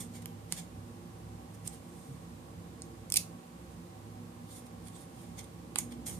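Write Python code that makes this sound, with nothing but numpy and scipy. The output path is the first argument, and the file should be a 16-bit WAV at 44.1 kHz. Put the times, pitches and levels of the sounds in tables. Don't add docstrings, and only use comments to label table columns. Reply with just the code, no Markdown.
import sys
import numpy as np
from scipy import signal
from scipy.fft import rfft, irfft
from scipy.io import wavfile

SR = 44100
rng = np.random.default_rng(int(sys.argv[2]) if len(sys.argv) > 2 else 0)


def unload_wav(signal):
    wavfile.write(
        sys.argv[1],
        SR,
        np.round(np.clip(np.atleast_2d(signal).T, -1, 1) * 32767).astype(np.int16),
    )


N = 272979
TIME_S = np.arange(N) / SR
BINS_HZ = np.maximum(np.fft.rfftfreq(N, 1 / SR), 1)


def from_db(db):
    return 10 ** (np.asarray(db) / 20)


def unit_rms(x):
    return x / np.sqrt(np.mean(x ** 2) + 1e-20)


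def pan(balance_db):
    return unit_rms(from_db(np.array([[.5], [-.5]]) * balance_db))


def over_bins(points):
    hz, value = np.transpose(points)
    return np.interp(np.log(BINS_HZ), np.log(hz), value)


def cut_bass(x, edge_hz, order=2):
    return signal.sosfilt(signal.butter(order, edge_hz, "high", fs=SR, output="sos"), x)


def add(out, start_s, sound):
    start = round(start_s * SR)
    out[:, start:start + sound.shape[1]] += sound[:, :N - start]


def resonate(x, modes, ratio=1):
    out, power = 0, 0
    for k, (hz, width_hz, db) in enumerate(modes):
        r = np.exp(-np.pi * width_hz / SR)
        zeros = np.array([1, 0, -1]) * (1 - r * r) / 2
        poles = [1, -2 * r * np.cos(2 * np.pi * hz * ratio / SR), r * r]
        out = out + (-1) ** k * from_db(db) * signal.lfilter(zeros, poles, x)
        power += from_db(db) ** 2 * (1 - r)
    return out / np.sqrt(power)


# pitch_hz, width_hz, level_db, stereo_phase_rad
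FAN_TONES = [(65.6, 3.1, -61.5, 0.18), (104.4, 2.25, -55.5, 0.19), (171.4, 4.9, -54.5, 0.2),
             (239.2, 2.8, -57, 0.2), (290.4, 22, -65, 0.33), (345.4, 9.4, -62, 0.089),
             (459.4, 15.6, -66, 0.44), (760, 9.3, -64.5, 2), (803, 18, -65, 2.2), (1012, 4.3, -81.5, 1.5),
             (1112, 8.8, -71.5, 1.27)]
def fan_tones():
    out = np.zeros((2, N))
    for hz, width_hz, db, phase_rad in FAN_TONES:
        line = rfft(rng.standard_normal(N)) / (1 + ((BINS_HZ - hz) / width_hz) ** 2)
        ear_phases = np.exp(np.array([[.5j], [-.5j]]) * phase_rad)
        out += from_db(db) * unit_rms(irfft(line * ear_phases, N))
    return out


# freq_hz, relative_db
AIR_SPECTRUM = [(25, -24), (43, -28), (62, -3.5), (130, 0.5), (260, -2), (400, -13), (520, -7.5),
                (700, -16), (1000, -13), (1400, -20), (2500, -24.5), (5500, -28.5), (9000, -27),
                (12000, -32.5)]
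# freq_hz, correlation
AIR_CORRELATION = [(60, 1), (290, 0.77), (480, 0.46), (700, 0.027), (1400, -0.18), (3000, 0.0047)]
# time_s, relative_db
HUM_SWELL = [(0.0, -44), (0.14, -48), (3.34, -46.5), (3.45, -52.5), (3.64, -48.5), (5.21, -48),
             (6.19, -42.5)]
def fan(air_db=-51, hum_top_hz=450):
    mid, side = rfft(rng.standard_normal((2, N)))
    alike = over_bins(AIR_CORRELATION)
    noise = np.sqrt(1 + alike) * mid + np.sqrt(1 - alike) * side * [[1], [-1]]
    air = unit_rms(irfft(from_db(over_bins(AIR_SPECTRUM)) * noise, N))
    sound = from_db(air_db) * air + fan_tones()
    hum = signal.sosfiltfilt(signal.butter(2, hum_top_hz, fs=SR, output="sos"), sound)
    swell_db = np.interp(TIME_S, *np.transpose(HUM_SWELL))
    swell = from_db(swell_db - np.median(swell_db))
    return pan(balance_db=-3) * (sound + hum * (swell - 1))


def desk_echo(force, gain=.35, nearest_s=.00066, farthest_s=.0012, drift_s_per_s=.0033):
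    n = np.arange(force.shape[1])
    lag = rng.uniform(nearest_s, farthest_s) * SR + drift_s_per_s * n
    earlier = np.round(n - lag).astype(int)
    return force + gain * (earlier >= 0) * force[:, np.clip(earlier, 0, n[-1])]


# pitch_hz, width_hz, gain_db
TICK_MODES = [(9500, 4400, 0)]
TAPE_MODES = [(5520, 830, -9), (7000, 1050, -3.5), (8380, 940, 0), (9000, 880, 1.5), (10500, 2250, -7.5),
              (12600, 2600, -9.5)]
CARD_MODES = [(344, 170, 6), (808, 144, 8), (1190, 290, 3.5), (1540, 660, 2), (2164, 330, 9),
              (3265, 490, 8), (4220, 1100, 0), (5060, 290, 1)]
STRIP_MODES = [(2220, 87, 5.5), (2700, 180, 2), (3580, 260, 3), (4410, 840, 4), (5570, 450, 5.5)]
def taped_card(force, card_db, strip_db, tape_ratio=1, strip_ratio=1, tick_db=-40):
    force = desk_echo(force)
    tick = cut_bass(resonate(force, TICK_MODES), edge_hz=2200)
    tape = cut_bass(resonate(force, TAPE_MODES, tape_ratio), edge_hz=6000)
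    card = cut_bass(resonate(force, CARD_MODES), edge_hz=200)
    taut_ratio = strip_ratio * (1 + .023 * rng.uniform(-1.3, 1))
    strip = cut_bass(resonate(force, STRIP_MODES, taut_ratio), edge_hz=2150 * strip_ratio, order=6)
    return tape - from_db(tick_db) * tick + from_db(card_db) * card + from_db(strip_db) * strip


def grains(size, rate_per_s, max_db):
    strength_db = np.minimum(rng.exponential(1, size), max_db)
    return from_db(strength_db) * (rng.random(size) < rate_per_s / SR)


# pitch_hz, width_hz, gain_db
PAPER_MODES = [(3555, 380, 0)]
def friction(peak_s, rise_s, fall_s, card_db, strip_db, squeak_db, squeak_hz,
             paper_db=-22, squareness=1.1, balance_db=-2):
    out = np.zeros((2, N))
    reach = np.where(TIME_S < peak_s, (peak_s - TIME_S) / rise_s, (TIME_S - peak_s) / fall_s)
    touching = np.flatnonzero(reach < 3)
    envelope = np.exp(-reach[touching] ** squareness)
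    size = len(touching)
    slips = grains(size, rate_per_s=1800, max_db=4)
    catches = 7.7 * grains(size, rate_per_s=140, max_db=3)
    grit = unit_rms(slips * rng.choice([-1, 1], (2, size)))
    hiss = rng.standard_normal((2, size))
    force = grit + hiss + catches
    body = taped_card(force, card_db, strip_db) + from_db(paper_db) * resonate(force, PAPER_MODES)
    ribs = unit_rms(slips * rng.standard_normal((2, size)))
    squeak = resonate(ribs, [(squeak_hz, 760, 0)])
    sound = unit_rms(body) + from_db(squeak_db) * squeak
    out[:, touching] = pan(balance_db) * envelope * unit_rms(sound)
    return out


# peak_s, fall_s, level_db
FINGER_FLICKS = [(.006, 0.025, -40.5), (5.787, 0.021, -37), (6.066, 0.059, -38.5)]
# peak_s, length_s, level_db, card_db, paper_db, squeak_db, squeak_hz
FINGER_STROKES = [(0.162, 0.054, -51, -5.5, -20, -6, 6960), (0.224, 0.013, -53, -8, -22, -10, 8500),
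                  (0.528, 0.031, -45, -6, -20, -6, 8400), (0.584, 0.043, -42, -6.5, -17, -4.5, 7100),
                  (1.549, 0.02, -56.5, -20, -20, -4, 8900), (1.663, 0.025, -47.5, -7, -24, -4, 9100),
                  (1.676, 0.0055, -35, -19, -22, -11, 10000), (1.741, 0.057, -54, -9, -20, -6, 8800),
                  (2.012, 0.38, -61.5, -17, -18, -3, 8700), (3.72, .05, -64, -16, -20, -6, 8900),
                  (4.521, 0.064, -52.5, -18, -11.5, -12, 9500), (4.573, 0.057, -50.5, -13, -16, -5, 10000),
                  (4.667, 0.014, -54.5, -5, -19, -1, 9050), (4.873, 0.041, -51.5, -6, -13, 0, 9300),
                  (4.96, 0.056, -53.5, -13, -7, 1, 8300), (5.012, 0.064, -55.5, -12, -16, -2, 9600),
                  (5.213, .16, -59, -6, -18, -5, 9200), (5.393, 0.026, -43.5, -4.5, -14, -5, 6500),
                  (5.443, 0.019, -53, -8, -16, -5, 8800), (5.779, 0.025, -45, 1, -16, 2, 8950),
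                  (5.923, 0.026, -51, -3, -17, -11, 8900)]
def fingers():
    out = np.zeros((2, N))
    for peak_s, length_s, db, card_db, paper_db, squeak_db, squeak_hz in FINGER_STROKES:
        out += from_db(db) * friction(
            peak_s, rise_s=.48 * length_s, fall_s=.52 * length_s, card_db=card_db, strip_db=-18,
            squeak_db=squeak_db, squeak_hz=squeak_hz, paper_db=paper_db, squareness=1.07)
    for peak_s, fall_s, db in FINGER_FLICKS:
        out += from_db(db) * friction(peak_s, rise_s=.005, fall_s=fall_s, card_db=-13, strip_db=-23.5,
                                      squeak_db=-8.5, squeak_hz=8800)
    return out


def crack(card_db, strip_db, tick_db, tape_ratio, strip_ratio, balance_db, shiver_s=.0015):
    size = SR // 100
    shiver = unit_rms(rng.standard_normal(size) + rng.standard_normal((2, size)))
    force = .1 * shiver * np.exp(-np.arange(size) / SR / shiver_s)
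    force[:, 0] += 1
    ring = taped_card(force, card_db, strip_db, tape_ratio, strip_ratio, tick_db)
    left, right = pan(balance_db) * unit_rms(ring)
    lag_samples = 5
    return np.array([np.pad(left, (0, lag_samples)), np.pad(right, (lag_samples, 0))])


# start_s, level_db, card_db, strip_db, tick_db, tape_ratio, strip_ratio, top_hz
ADHESIVE_SNAPS = [(0.2576, -41.5, -4.5, -12, -21, 1.39, 1.23, 17000),
                  (0.5235, -30.5, -13, -20, -22, 1.06, 1.05, 13000),
                  (1.6767, -42.5, -7, 0, 4, 0.7, 1.8, 17000), (1.6773, -42, -13, 3, 0, 1.12, 1.76, 17000),
                  (1.6818, -55, -22, -6, -3, 1.4, 1.3, 17000), (2.82, -41.5, -30, -3, -8, 0.96, 1.97, 8500),
                  (4.8838, -56, -9, -11, -5, 1.1, 1.1, 16000), (5.758, -33, -1, -20, -7, 1.18, 1.1, 12300),
                  (5.7587, -37, 11, -12, -10, 0.84, 1, 9100),
                  (5.7865, -27, -14, -14, -1, 0.97, 1.53, 12800),
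                  (5.79, -41, -13, -15, 2, 0.79, 0.86, 14000)]
def snaps():
    out = np.zeros((2, N))
    for start_s, db, card_db, strip_db, tick_db, tape_ratio, strip_ratio, top_hz in ADHESIVE_SNAPS:
        snap = crack(card_db, strip_db, tick_db, tape_ratio, strip_ratio, balance_db=-6)
        lowpass = signal.butter(4, top_hz, fs=SR, output="sos")
        add(out, start_s, from_db(db) * signal.sosfilt(lowpass, snap))
    return out


# start_s, level_db, pitch_hz, t60_s
HAND_BUMPS = [(0.52, -29, 173, 0.14), (0.769, -33, 102.6, 0.28), (2.085, -30.5, 138, 0.23),
              (2.567, -30, 103, 0.16), (5.787, -36.5, 178.8, 0.46), (6.08, -36.5, 172.3, 0.45)]
def bumps(attack_s=.016):
    out = np.zeros(N)
    for start_s, db, hz, t60_s in HAND_BUMPS:
        age_s = np.maximum(TIME_S - start_s, 0)
        envelope = (1 - np.exp(-age_s / attack_s)) * from_db(-60 * age_s / t60_s)
        out += from_db(db) * envelope * np.sin(2 * np.pi * hz * age_s)
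    return pan(balance_db=-7) * out


# start_s, level_db, card_db, strip_db
PEEL_SLIPS = [(3.1017, -40.5, -10, -9), (3.1223, -28.5, -27, -4), (3.1372, -51, -18, -10),
              (3.14, -37, -21, 2), (3.141, -28, -17, -1), (3.1595, -29, -13, 0), (3.1636, -41, -22, -4),
              (3.1652, -40, -20, -7), (3.1685, -27, -23, -3), (3.17, -30, -19, 6), (3.1712, -25, -22, -1),
              (3.1722, -31.5, -32, -8), (3.174, -28, -14, -6)]
def peel(rip_s=3.172, sag_per_s=4):
    fizz = friction(rip_s, rise_s=.0105, fall_s=.0045, card_db=-30, strip_db=-5,
                    squeak_db=-8, squeak_hz=6760, squareness=3, balance_db=-3)
    out = from_db(-31.5) * fizz
    for start_s, db, card_db, strip_db in PEEL_SLIPS:
        strip_ratio = 1 + sag_per_s * (rip_s - start_s)
        slip = crack(card_db, strip_db, tick_db=5, tape_ratio=.96, strip_ratio=strip_ratio, balance_db=-3)
        add(out, start_s, from_db(db) * slip)
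    return out


# freq_hz, left_minus_right_db
PORT_BALANCE = [(1000, 6), (2200, 1), (3500, 1), (4500, -6), (6600, 9), (8500, -10), (10500, -8.5),
                (13000, -1.5)]
def microphone_ports(x):
    gains = from_db(np.array([[.5], [-.5]]) * over_bins(PORT_BALANCE))
    gains /= np.sqrt(np.mean(gains ** 2, axis=0))
    return irfft(rfft(x) * gains, N)


def room(x, t60_s=.22, build_s=.003, top_hz=12400):
    age_s = np.arange(SR // 2) / SR
    envelope = (1 - np.exp(-age_s / build_s)) * from_db(-60 * age_s / t60_s)
    tail = envelope * rng.standard_normal((2, len(age_s)))
    tail = signal.sosfilt(signal.butter(2, top_hz, fs=SR, output="sos"), tail)
    tail /= np.sqrt(np.sum(tail ** 2, axis=1, keepdims=True))
    return signal.fftconvolve(x, tail, axes=1)[:, :N]


def scene():
    background = fan()
    hands = snaps() + peel() + fingers() + bumps()
    return background + microphone_ports(hands) + from_db(-13) * room(hands)


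def record(dry):
    return signal.sosfilt(signal.ellip(10, .2, 80, 14600, fs=SR, output="sos"), dry)


dry = scene()
out = record(dry)
unload_wav(out)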